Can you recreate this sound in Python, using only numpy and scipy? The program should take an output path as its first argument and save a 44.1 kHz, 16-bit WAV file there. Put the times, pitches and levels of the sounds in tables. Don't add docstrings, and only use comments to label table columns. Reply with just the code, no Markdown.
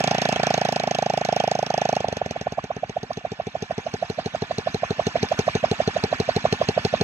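import sys
import numpy as np
from scipy import signal
from scipy.fft import rfft, irfft
from scipy.io import wavfile
from scipy.ndimage import uniform_filter1d

SR = 44100
rng = np.random.default_rng(int(sys.argv[2]) if len(sys.argv) > 2 else 0)


def how_loud(loudness_db):
    steps = np.asarray(loudness_db, float) / 20
    return 10 ** steps


def materialize(psi):
    bounded = np.clip(np.atleast_2d(psi).T, -1, 1)
    quanta = np.round(bounded * 32767).astype(np.int16)
    wavfile.write(sys.argv[1], SR, quanta)


N = 310023

# time in seconds, turns per second.
CRANK_SPEED = [(0.0, 28.1492), (0.33, 28.0573), (0.9, 26.5814), (1.43, 26.4948), (1.75, 26.5305),
               (1.95, 26.8856), (2.32, 19.8876), (2.64, 16.296), (3.04, 14.3657), (3.46, 13.0493),
               (3.94, 12.4978), (4.56, 12.3566), (5.48, 12.3971), (6.32, 12.2766), (6.51, 12.3479),
               (7.04, 12.3306)]
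# time in seconds, level of the pipe in dB, shaking of the frame in dB.
LEVEL_CURVE = [(0, -9.5, -31), (.3, -9, -31), (.53, -8, -31), (.8, -8.5, -36), (1.05, -8, -36.5),
               (1.38, -6.5, -35.5), (1.66, -8, -38.5), (1.85, -8, -34), (2.09, -7, -40.5),
               (2.51, -8.5, -45), (2.8, -11, -46.5), (3.41, -11.2, -46), (3.78, -10.5, -42.5),
               (4.45, -10.5, -41), (4.95, -6.5, -38.5), (5.4, -4.5, -36), (6.2, -5, -36),
               (7.03, -4.5, -35)]
# frequency in Hz, level in dB, phase in rad, share of clatter heard by both.
PORT_BALANCE = [(60, -.9, -.05, .95), (260, -1, -.06, .96), (600, 0, 0, .95), (760, 2.5, -.1, .92),
                (870, 4.5, -.2, .9), (1080, 3, -1.6, .85), (1380, -1, -1.3, .8), (1810, -2, -1.9, .75),
                (2550, 3, -6, .75), (3050, 0.5, -9, .7), (4200, -4.5, -8.4, .75), (5200, -4, -9.6, .7),
                (6200, -7, -12.3, .7), (8000, 5, -15, .4), (16000, 1.5, -25, .4)]
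FAST_MS, IDLE_MS = 40, 81.8


def evened(x):
    return x / np.sqrt(np.mean(x ** 2) + 1e-20)


def read(points, hz, order=1):
    table = np.transpose(points)
    return np.interp(np.log(hz + 1), np.log(table[0] + 1), table[order])


def curve(points, s):
    table = np.transpose(points)
    return [np.interp(s, table[0], column) for column in table[1:]]


def odd(rows, s, usual):
    return next((row[1:] for row in rows if abs(row[0] - s) < .015), usual)


def add(mix, s, shape):
    first = max(round(s * SR) - 800, 0)
    part = mix[..., first:first + 2600]
    part += shape((np.arange(first, first + part.shape[-1]) / SR - s) * 1000)


def bump(ms, rise_ms, fall_ms):
    return np.exp(-.5 * (ms / np.where(ms < 0, rise_ms, fall_ms)) ** 2)


def blow(ms, rise_ms, fall_ms):
    return np.where(ms < 0, bump(ms, rise_ms, rise_ms), np.exp(-np.maximum(ms, 0) / fall_ms))


def chirp(ms, hz, hz_per_ms):
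    return np.cos(2 * np.pi * (hz * ms + .5 * hz_per_ms * ms ** 2) / 1000)


def noise(colour, patchy_db):
    frames = N // 64 + 8
    a, b, patches = rng.standard_normal((3, 2, frames, 129)).transpose(0, 1, 3, 2)
    patches = uniform_filter1d(patches[0], size=3, axis=0)
    patches = evened(uniform_filter1d(patches, size=9, axis=1))
    flat = signal.istft((a + 1j * b) * how_loud(patchy_db * patches), nperseg=256, noverlap=192)[1][:, :N]
    return evened(irfft(rfft(flat) * how_loud(colour(np.fft.rfftfreq(N, 1 / SR))), N))


def clatter(shake):
    # frequency in Hz, level in dB.
    rumble_colour = [(30, -32), (60, -22.5), (110, -6), (250, 4.5), (320, -9), (390, -10), (700, 4.5),
                     (950, -2.5), (1100, -65)]
    rattle_colour = [(700, -54), (1000, -6.5), (1600, -6.5), (2100, -5.5), (2600, -7.5), (3400, -9.5),
                     (4500, -52.5)]
    hiss_colour = [(2500, -66.5), (3500, 2), (5200, -3.5), (6200, -4.5), (7200, -13.5), (8400, -23),
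                   (9000, -32), (9400, -23.5), (10200, -37), (11200, -31), (12500, -34.5), (14500, -38),
                   (15400, -29), (16200, -61)]
    # frequency in Hz, width in Hz, boost in dB.
    steel_modes = [(1470, 30, 6.5), (1770, 110, 7.5), (2370, 67, 3), (2500, 79, -2)]

    def ringing(hz):
        modes = sum(db / (1 + (2 * (hz - f) / width) ** 2) for f, width, db in steel_modes)
        return read(rattle_colour, hz) + modes

    t = np.arange(N) / SR
    body_db = curve(LEVEL_CURVE, t)[1]
    hiss_db = body_db - 11 + 0.1225 * (1000 / curve(CRANK_SPEED, t)[0] - FAST_MS)
    rumble = how_loud(body_db - 8) * noise(lambda hz: read(rumble_colour, hz), patchy_db=5.0)
    body = how_loud(body_db) * noise(ringing, patchy_db=2.5)
    hiss = how_loud(hiss_db) * noise(lambda hz: read(hiss_colour, hz), patchy_db=4.5)
    return rumble * (1 + 1.26 * shake) + body * (1 + 0.35 * shake) + hiss * (1 + 0.31 * shake)


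def crack(jet, db, hz, lead_ms, slow_ms=0):
    # frequency in Hz, level in dB, dB per ms of slower turn.
    port_modes = ((4230, -1.5, .16), (6180, 2.5, -.05))

    def shape(ms):
        hiss = jet[:, rng.integers(0, N - 2600):][:, :len(ms)]
        burst = blow(ms + lead_ms, 0.86, 2.6) + how_loud(-9.0) * blow(ms + lead_ms, 0.59, 16.8)
        whistle = 0
        for f, own_db, per_ms in port_modes:
            mode_db = own_db + per_ms * slow_ms - 3.5 * abs(f - hz) / 1000
            whistle = whistle + how_loud(mode_db) * chirp(ms, f * rng.uniform(.975, 1.025), -10)
        whistle = whistle * how_loud(-3.1 + 0.1256 * slow_ms) * bump(ms + lead_ms - 1.2, 1, 1.9)
        return how_loud(db) * (hiss * burst + whistle)
    return shape


def muffler(ms, fall_ms):
    return chirp(ms, 401, 14.0) * blow(ms, 0.79, fall_ms) + 0.33 * bump(ms + 0.85, 1.9, 2.9)


def gulp(stroke_ms, db, hz, half_ms, squeak_db, wobble):
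    def shape(ms):
        swell = chirp(ms, hz * 0.98, 1750 / stroke_ms) * bump(ms, 0.69 * half_ms, 0.86 * half_ms)
        squeak = how_loud(squeak_db) * chirp(ms - 6.8, 1087, 36) * bump(ms - 6.8, 2.14, 2.03)
        early = ms + .12 * stroke_ms + .2 * wobble[0]
        late = ms - .168 * stroke_ms
        knock = .6 * chirp(early, 640, 0) * bump(early + .7, 1.2, .8) + .5 * bump(early + .6, 1, .8)
        knock += -.5 * bump(early - 1.8, .8, 1.1) - .3 * bump(early + 2.9, 1.2, .6)
        closing = 0.4 * bump(late + 2.6, 1.1, 0.37) - bump(late, 0.43, 0.17) + .5 * bump(late - 3.4, 1.4, 2.0)
        knock_db = -14.5 - .2 * (IDLE_MS - stroke_ms) + 1.5 * wobble[1]
        return how_loud(db) * (swell + how_loud(knock_db) * knock + how_loud(-17.0) * closing) + squeak
    return shape


def pop(stroke_ms, dip_db, rebound_db, ring_db, wobble):
    def shape(ms):
        dip = .3 * bump(ms + 1.5, 2.0, .55) - bump(ms, .4, .42)
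        rebound = -chirp(ms - 1.45, 570, 0) * bump(ms - 1.45, 1.0, 1.0)
        late = .185 * stroke_ms
        rattle = how_loud(-18.0 + 1.6 * wobble[0]) * chirp(ms - late, 790 * (1 + 0.017 * wobble[1]), 13)
        rattle *= bump(ms - late, 0.093 * stroke_ms, 0.03 * stroke_ms)
        closing = bump(ms - 1.362 * late, 0.37, 0.99) - 0.086 * bump(ms - 1.2 * late - 3.2, 6.9, 1.4)
        closing *= -how_loud(-16.5)
        ring = how_loud(ring_db) * muffler(ms - 3.3, 3.07)
        return how_loud(dip_db) * (dip + rattle + closing) + how_loud(rebound_db) * rebound + ring
    return shape


def bark(ring_db, thump_db, wobble):
    def shape(ms):
        thump = 0.44 * bump(ms + 4.98, 0.5, 0.32) - bump(ms + 3.08, 0.6, 1.0) + .5 * muffler(ms - .2, 1.96)
        thump += 0.58 * bump(ms + 0.41, 2.2, 1.0) - 0.6 * bump(ms - 2.6, 3.2, 1.74)
        thump += 0.23 * bump(ms - 6.3, 3.5, 1.8) - 0.14 * bump(ms - 11, 3.3, 0.69)
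        ring = chirp(ms, 655 * (1 + 0.0047 * wobble[0]), 44.4)
        ring *= 0.76 * bump(ms - .4, 1.83, 1.79) + .2 * blow(ms - .4, 1.95, 4.3)
        back = how_loud(-25.5 + 1.8 * wobble[1]) * chirp(ms - 8.2, 640, 4.6) * bump(ms - 8.5, 2.0, 1.6)
        return how_loud(thump_db + 0.44) * thump + how_loud(ring_db) * (ring + back)
    return shape


def strokes():
    # start in seconds, level in dB.
    frame_ticks = [
        (1.953, -22.5),
        (3.1317, -30.5),
        (4.355, -32),
        (5.287, -25.5),
        (5.3227, -26),
        (5.5157, -37),
        (6.4578, -33),
        (6.62, -32),
    ]
    # frequency in Hz, level in dB.
    gas_colour = [(900, -29), (1700, 1.5), (2500, 0.5), (3300, 2), (4300, -1), (5300, 3), (6200, -2),
                  (7500, -12), (10000, -28), (15400, -25.5), (16200, -58)]
    # time in seconds, frequency in Hz, spread in Hz.
    favoured_tone = [(0, 4700, 1100), (1.58, 4700, 1100), (1.64, 6150, 150), (4.0, 6100, 150),
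                     (4.06, 4150, 150), (4.95, 4200, 100), (5.02, 6250, 200), (5.62, 6200, 200),
                     (5.68, 4300, 100)]
    # time in seconds, force in dB, crack in dB.
    odd_strokes = [(.15, 1.5, 1), (.186, -1.5, -1), (.221, -2.5, 0.5), (.328, -2.5, -1.5), (.364, -2, -3.5),
                   (.4, -0.5, -6.5), (.436, 0.5, -0.5), (.508, 2, -2.5), (.728, -2.5, 1),
                   (.802, -4.5, -2.5), (.84, -4.5, -4), (.951, -5, 3), (1.14, -1.3, -1.5), (1.178, 0, 4),
                   (1.216, -2, -3), (1.253, -5, 2), (1.291, 0, -2), (1.517, 0.5, 3), (1.555, -1.5, -1.5),
                   (1.593, -1.3, 0.5), (1.668, -11.5, 1.5), (2.006, -1, -2.5), (2.17, -1.5, 1.5),
                   (2.767, 1, -3.5), (3.32, 0, -3.5), (4.423, 1.5, -1), (5.392, 0, 1.5), (5.715, 0, 2.5),
                   (5.878, 0, -0.5), (6.04, -.5, 3.5)]
    # time in seconds, force in dB, length factor, squeak in dB.
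    odd_gulps = [(2.364, -6.5, 1.4, 2), (2.585, -1, 1.4, 10), (2.708, -2.5, 1.6, 9), (2.836, 0.5, 1.23, -9),
                 (2.97, 0.5, 1.45, -23), (3.108, -2.5, 1.17, 9.5), (3.87, -2.5, 1.4, -1),
                 (4.029, 0, 1.2, -7.5), (4.189, -1.5, 1.3, 4), (4.512, 0, 1.03, 3), (4.674, 0.8, 1.1, 2.5),
                 (4.836, 0.6, 0.87, 7.5), (4.998, 1, 0.82, 4), (5.159, -.5, 1.06, -1), (5.32, -2, 1.5, 1),
                 (5.481, 0.1, 0.94, 8.5), (5.643, .3, 1.3, 3.5), (5.805, 0, 1.06, -6),
                 (5.967, -2.3, 1.2, -1), (6.129, -0.5, .8, 4), (6.455, 3, 0.76, 5.5),
                 (6.616, 0.5, 0.9, 3.5), (6.779, 1.2, 0.85, -1)]
    throttle_shut_s, alternate_s = 1.99, 2.33
    early_gulps_s = np.array((2.05, 2.22))

    jet = noise(lambda hz: read(gas_colour, hz), patchy_db=3.5)
    (pipe, shake), gas = np.zeros((2, N)), np.zeros((2, N))
    t = np.arange(N) / SR
    turns = -.2083 + np.cumsum(curve(CRANK_SPEED, t)[0]) / SR
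    first_pair = np.ceil(np.interp(alternate_s, t, turns))
    for turn, chance in zip(range(int(turns[-1]) + 1), rng.standard_normal((200, 5))):
        s = np.interp(turn, turns, t)
        stroke_ms = 1000 / curve(CRANK_SPEED, s)[0]
        slow_ms = max(stroke_ms - FAST_MS, 0)
        force_db, shake_db = curve(LEVEL_CURVE, s)
        tone_hz, spread_hz = curve(favoured_tone, s)
        odd_db, odd_crack_db = odd(odd_strokes, s, (0, 0))
        crack_db = shake_db + 9.5 + odd_crack_db + 1.75 * chance[2]
        crack_hz = tone_hz + spread_hz * np.clip(chance[3], -1.4, 1.4)
        in_turn = turn >= first_pair and (turn - first_pair) % 2 == 0
        if s < throttle_shut_s:
            s = np.interp(turn + .0183, turns, t)
            thump_db = -1 + 0.53 * shake_db + 0.27 * odd_db + 0.23 * chance[4]
            add(pipe, s, bark(force_db + odd_db, thump_db, chance))
            add(gas, s, crack(jet, crack_db, crack_hz, lead_ms=3.67))
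            add(shake, s, lambda ms: 2.97 * blow(ms, 1.4, 5.0))
        elif in_turn or min(abs(s - early_gulps_s)) < .015:
            s = np.interp(turn - .05 + .00189 * stroke_ms, turns, t)
            odd_db, longer, odd_squeak_db = odd(odd_gulps, s, (0, 1, 0))
            db = force_db + odd_db
            hz = 689.5 - 9.5 * s + 4 * chance[3]
            half_ms = longer * (1.75 + 0.029 * slow_ms)
            add(pipe, s, gulp(stroke_ms, db, hz, half_ms, db - 22.5 + odd_squeak_db, chance))
            add(shake, s, lambda ms: 2.44 * blow(ms - 5.0, 8.9, 18))
        else:
            dip_db = force_db + odd_db - 8.5 + 7.5 * (stroke_ms / IDLE_MS) ** 8
            ring_db = dip_db - 3 - 0.5 * max(70 - stroke_ms, 0)
            rebound_db = max(5.5 - 0.4475 * slow_ms, -13 + 6 * chance[4])
            add(pipe, s, pop(stroke_ms, dip_db, dip_db + rebound_db, ring_db, chance))
            add(gas, s, crack(jet, crack_db, crack_hz, lead_ms=1.82, slow_ms=slow_ms))
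            add(shake, s, lambda ms: 1.57 * blow(ms, 8.7, 22))
    for s, db in frame_ticks:
        add(gas, s, crack(jet, db - 6.5, 4200, lead_ms=-0.29))
    return pipe, gas, shake


def left_port(x):
    # peak in Hz, its width in Hz, notch in Hz, its width in Hz.
    cavity = (480, 150, 562, 80)
    hz = np.fft.rfftfreq(N, 1 / SR)
    peak, notch = (1 - (hz / f) ** 2 + 1j * hz * width / f ** 2 for f, width in np.reshape(cavity, (2, 2)))
    shading = how_loud(read(PORT_BALANCE, hz)) * np.exp(1j * read(PORT_BALANCE, hz, order=2))
    return irfft(rfft(x) * notch / peak * shading, N)


def ground(x):
    # centre in Hz, notch width in Hz, skirt width in Hz.
    soil_notch = (308, 31.4, 49.5)
    hz, narrow, wide = soil_notch

    def resonator(width):
        radius = np.exp(-np.pi * width / SR)
        return [1, -2 * radius * np.cos(2 * np.pi * hz / SR), radius ** 2]

    return signal.lfilter(resonator(narrow), resonator(wide), x)


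def scene():
    pipe, gas, shake = strokes()
    near, other = gas + clatter(shake)
    same = np.clip(read(PORT_BALANCE, np.fft.rfftfreq(N, 1 / SR), order=3), 0, 1)
    mixed = irfft(same * rfft(near) + np.sqrt(1 - same ** 2) * rfft(other), N)
    return ground(np.array([left_port(pipe + mixed), pipe + near]))


def treble_gate(x, from_hz, under_db, waver_db):
    hz, _, z = signal.stft(x, SR, nperseg=1024)
    power = uniform_filter1d(abs(z) ** 2, size=2, axis=2)
    mids = np.median(power[:, (hz > 1000) & (hz < 4000)], 1, keepdims=True)
    bands = np.repeat(rng.standard_normal((z.shape[2], 33)), 16, axis=1).T[:len(hz)]
    limit_db = waver_db * evened(uniform_filter1d(bands, size=4, axis=1)) - under_db
    quiet = (power < mids * how_loud(2 * limit_db)) & (hz > from_hz)[:, None]
    gain = np.where(quiet, how_loud(-40), 1)
    return signal.istft(z * gain, SR, nperseg=1024)[1][:, :N]


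def top_cut(x):
    return signal.sosfilt(signal.butter(12, 16450, fs=SR, output="sos"), x)


def record(dry):
    rolled = signal.sosfilt(signal.butter(3, 58, "high", fs=SR, output="sos"), dry)
    gated = treble_gate(rolled, from_hz=4900, under_db=29.0, waver_db=5.0)
    return top_cut(gated)


dry = scene()
out = record(dry)
materialize(out)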